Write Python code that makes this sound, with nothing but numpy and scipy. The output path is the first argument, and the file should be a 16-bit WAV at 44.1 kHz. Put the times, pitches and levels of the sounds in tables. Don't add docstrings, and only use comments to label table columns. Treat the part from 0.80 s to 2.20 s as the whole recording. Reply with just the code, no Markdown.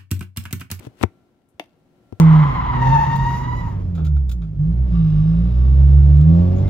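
import sys
import numpy as np
from scipy import signal
from scipy.io import wavfile

SR = 44100
rng = np.random.default_rng(int(sys.argv[2]) if len(sys.argv) > 2 else 0)


def materialize(psi):
    bounded = np.clip(np.atleast_2d(psi).T, -1, 1)
    quanta = np.round(bounded * 32767).astype(np.int16)
    wavfile.write(sys.argv[1], SR, quanta)


N = 61739
T = np.arange(N) / SR

# (frequency [Hz], relative density [dB])
BED_COLOUR = [(25, -15.5), (60, -8.5), (120, -3), (200, -3), (300, -6), (420, -11), (650, -12), (900, -22),
              (1500, -26), (3000, -29.5), (6000, -37.5), (15000, -42.5)]
# (time [s], level [dB])
BED_RIDE = [(0, -53), (.2, -57), (.4, -59.5), (.7, -65.5), (.85, -61), (1.05, -60), (1.4, -55.5)]
# (frequency [Hz], left-right correlation [0..1])
STEREO_LIKENESS = [(60, 0.69), (290, 0.82), (640, .6), (1400, 0.034), (15000, .03)]
# (frequency [Hz], level before ride and waver [dB])
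HUM_TONES = [(118.4, -74.5), (280, -70.5), (359.5, -66), (1362, -80)]
HUM_WAVER_DB, BED_RIGHT_DB = 4, -2
# (frequency [Hz], relative density [dB])
REVERB_COLOUR = [(150, -10), (350, -2), (750, -5), (1200, -2), (2800, -0.5), (4000, -1.5), (6000, -2),
                 (9000, -3), (15000, -4)]
EARLY_DB, EARLY_T60_S, TAIL_DB, TAIL_T60_S = -12, .095, -24.5, .4
PREDELAY_S, HANDLING_SEND_DB = .0046, -13.5

# (time [s], scuff level [dB], hiss level [dB])
RUB_RIDE = [(0, -44.5, -57.5), (0.016, -47, -56), (0.036, -46.5, -50.5), (0.07, -42, -47),
            (0.077, -54.5, -62.5), (.12, -62.5, -72.5), (.165, -62, -69.5), (0.186, -59.5, -56),
            (0.209, -53, -51), (.216, -38.5, -43), (0.226, -37.5, -40.5), (0.23, -20, -21.5),
            (.235, -35.5, -34.5), (0.241, -44, -51), (.250, -38, -49), (0.253, -58, -68.5),
            (.32, -68, -82.5)]
# (frequency [Hz], relative density [dB])
SCUFF_COLOUR = [(40, -9.5), (110, -0.5), (300, 1), (500, -7), (1300, -13.5), (2500, -27), (6000, -49.5)]
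# (frequency [Hz], relative density [dB])
SLIDE_COLOUR = [(200, -19), (800, 2), (1800, 0.5), (2500, 3), (4500, -5), (8000, -9), (13000, -12.5),
                (16000, -17)]
RUB_RIGHT_DB, RUB_ROUGH_DB, RUB_CATCHES_PER_S = -8.5, 3.5, 430
# (frequency at pitch 1 [Hz], relative level [dB], t60 [s])
CASE_MODES = [(91.7, -3.5, 0.079), (121.5, -15.5, 0.029), (209, -4.5, .037), (356.4, -4, 0.036),
              (436, -5, 0.025), (722, -6, 0.018), (898, -7, .017), (1360, -4, .008), (1976, -1, 0.0032)]
# (time [s], push level [dB])
GRIP_THUDS = [(.001, -33), (0.745, -42)]
# (time [s], push level [dB], contact low-pass [Hz],
# right port gain [dB], grit level [dB], pitch from the grip [ratio])
FINGER_BUMPS = [(.0685, -20, 480, -4.5, -47, 1.3), (.2120, -19, 2300, -15.5, -38, 1.15),
                (0.2278, -24, 2500, -17, -28, 0.76), (.2295, -15.5, 1800, -14.5, -20, 0.73),
                (.2355, 1, 2700, -15, -19.5, 1.02), (1.3246, -17.5, 500, -12, -44, 1.065)]
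# (frequency [Hz], relative density [dB])
GRIT_COLOUR = [(400, 1.5), (1000, 1), (1600, -2), (2300, 5.5), (3300, -1), (4500, -4.5), (7000, -13),
               (10000, -13.5), (16000, -22.5)]
GRIT_T60_S, RIGHT_PORT_LAG_S, THUD_SOFT_HZ, CASE_LOW_CUT_HZ = .013, .0009, 130, 44
OVERLOAD_CEILING, STOPBAND_HZ = 1, 16700

# (time [s], level [dB])
DROPLET_TICKS = [(.619, -63), (0.8389, -44.5), (0.8419, -49), (.857, -58.5), (0.859, -53.5),
                 (0.8939, -55.5), (.9075, -60), (0.932, -60)]
# (frequency [Hz], relative density [dB])
DROPLET_COLOUR = [(300, 12), (1000, 2), (2500, 0), (4500, 0), (6500, -13.5), (10000, -12), (15000, -20)]
DROPLET_T60_S, SPRAY_RIGHT_DB = .012, -7
# (frequency [Hz], relative density [dB])
SPIT_COLOUR = [(4000, -39), (6500, -19), (8000, 3), (12000, -2), (16000, -27)]
SPIT_S, SPIT_DB, SPIT_T60_S = .687, -66, .14
# (frequency [Hz], relative density [dB])
SPLASH_COLOUR = [(300, -8), (1100, 2), (2000, 0), (4000, 0), (5300, -19), (7500, -21), (10000, -17),
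                 (15000, -21)]
SPLASH_DB, SPLASH_T60_S, SPLASH_RIGHT_DB = -25.5, .016, -7.5
# (frequency [Hz], level relative to DRIP_DB [dB], t60 [s], onset delay [s], right gain [dB])
SURFACE_MODES = [(314, -9, .035, 0.0066, -3.5), (688, 0, 0.016, 0.001, -1.5),
                 (786, -18.5, 0.03, 0.0045, -10), (1420, -13, .012, .0003, -5),
                 (1760, -14, .017, .0003, -7), (2158, -1.5, .011, 0.0016, -11.5),
                 (2730, -3.5, 0.013, 0, -30), (2980, -12.5, 0.024, 0.001, 0),
                 (3590, -7.5, 0.016, 0.0002, -34), (6340, -15.5, 0.0051, 0, -14),
                 (9400, -16.5, 0.0043, 0.0017, -26), (12600, -18, 0.0028, 0, -13),
                 (14800, -21, .003, 0, -13)]
DRIP_S, DRIP_DB, DRIP_RIGHT_LAG_S, DRIP_LOW_CUT_HZ = .7966, -17.5, .0002, 230


def from_db(db):
    return 10 ** (np.asarray(db) / 20)


def rms_one(x):
    return x / np.sqrt(np.mean(x ** 2) + 1e-20)


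def ride(points):
    return from_db(np.interp(T, *np.transpose(points)))


def at_hz(points, hz):
    freqs, values = np.transpose(points)
    return np.interp(np.log(hz), np.log(freqs), values)


def pan(right_db):
    return np.array([[1], [from_db(right_db)]])


def butter(x, hz, kind):
    sos = signal.butter(2, np.clip(hz, 10, .45 * SR), kind, fs=SR, output="sos")
    return signal.sosfilt(sos, x + 1e-18)


def click(s):
    return np.maximum(0, 1 - abs(np.arange(N) - s * SR))


def decay(s, t60):
    return (T >= s) * from_db(-60 * np.clip((T - s) / t60, 0, 5))


def ring(x, hz, t60, rounded=False):
    radius = from_db(-60 / (t60 * SR))
    angle = 2 * np.pi * hz / SR
    attack = [0, np.sin(angle)] if rounded else [.5, 0, -.5]
    return signal.lfilter(attack, [1, -2 * radius * np.cos(angle), radius ** 2], x + 1e-18)


def drift(rate):
    knots = rng.standard_normal(4000)
    return np.interp(T * rate, np.arange(len(knots)), knots)


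def noise(colour, likeness=None):
    out, edges = 0, 24 * 2 ** np.arange(0, 9.6, .5)
    white = rng.standard_normal((2, 2, N))
    for k, band in enumerate(zip(edges, edges[1:])):
        mid, side = butter(white[k % 2], band, "band")
        hz = np.sqrt(np.prod(band))
        alike = at_hz(likeness, hz) if likeness else 0
        stereo = np.sqrt(1 + alike) * mid + np.sqrt(1 - alike) * side * [[1], [-1]]
        out += from_db(at_hz(colour, hz)) * stereo
    return rms_one(out)


def room_tone():
    fader = ride(BED_RIDE)
    hum = 0
    for hz, db in HUM_TONES:
        tone = np.sqrt(2) * np.sin(2 * np.pi * (hz * T + rng.random()))
        hum += from_db(db + HUM_WAVER_DB * drift(rate=6)) * tone
    air = noise(BED_COLOUR, STEREO_LIKENESS)
    return (fader * air + rms_one(fader) * hum) * pan(BED_RIGHT_DB)


def room_reverb(send):
    early = from_db(EARLY_DB) * rms_one(decay(PREDELAY_S, EARLY_T60_S))
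    tail = from_db(TAIL_DB) * rms_one(decay(PREDELAY_S, TAIL_T60_S))
    impulse = (early + tail) * noise(REVERB_COLOUR, STEREO_LIKENESS) / np.sqrt(N)
    return signal.fftconvolve(send.mean(axis=0)[None], impulse, axes=1)[:, :N]


def finger_rub():
    s, scuff_db, slide_db = np.transpose(RUB_RIDE)
    catches = from_db(RUB_ROUGH_DB * drift(RUB_CATCHES_PER_S))
    scuff = ride(np.c_[s, scuff_db]) * rms_one(catches * noise(SCUFF_COLOUR, STEREO_LIKENESS))
    slide = ride(np.c_[s, slide_db]) * rms_one(catches * noise(SLIDE_COLOUR))
    return (scuff + slide) * pan(RUB_RIGHT_DB)


def case_knock(push, pitch=1):
    modes = sum((-1) ** k * from_db(db) * ring(push, hz * pitch, t60)
                for k, (hz, db, t60) in enumerate(CASE_MODES))
    return -butter(modes, CASE_LOW_CUT_HZ, "high")


def grip_thuds():
    pushes = sum(from_db(db) * click(s) for s, db in GRIP_THUDS)
    return case_knock(butter(pushes, THUD_SOFT_HZ, "low"))


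def finger_bumps():
    body, grit = 0, 0
    for s, db, soft_hz, right_db, grit_db, pitch in FINGER_BUMPS:
        contact = np.array([click(s), click(s + RIGHT_PORT_LAG_S)])
        push = butter(contact, soft_hz, "low")
        body += from_db(db) * pan(right_db) * case_knock(push, pitch)
        grit += from_db(grit_db) * pan(right_db) * decay(s, GRIT_T60_S)
    return body + grit * noise(GRIT_COLOUR)


def spray():
    ticks = sum(from_db(db) * decay(s, DROPLET_T60_S) for s, db in DROPLET_TICKS) * noise(DROPLET_COLOUR)
    spit = from_db(SPIT_DB) * decay(SPIT_S, SPIT_T60_S) * noise(SPIT_COLOUR)
    return pan(SPRAY_RIGHT_DB) * (ticks + spit)


def drip():
    crack = from_db(SPLASH_DB) * pan(SPLASH_RIGHT_DB) * decay(DRIP_S, SPLASH_T60_S) * noise(SPLASH_COLOUR)
    body = 0
    for hz, db, t60, delay, right_db in SURFACE_MODES:
        onset = DRIP_S + delay
        push = np.array([click(onset), click(onset + DRIP_RIGHT_LAG_S)])
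        body += from_db(DRIP_DB + db) * pan(right_db) * ring(push, hz, t60, rounded=True)
    return butter(crack + body, DRIP_LOW_CUT_HZ, "high")


def scene():
    water = drip() + spray()
    handling = finger_bumps() + grip_thuds() + finger_rub()
    reverb = room_reverb(water + from_db(HANDLING_SEND_DB) * handling)
    return water + handling + reverb + room_tone()


def record(dry):
    clipped = dry / (1 + (dry / OVERLOAD_CEILING) ** 8) ** (1 / 8)
    return signal.sosfilt(signal.cheby2(14, 70, STOPBAND_HZ, fs=SR, output="sos"), clipped)


dry = scene()
out = record(dry)
materialize(out)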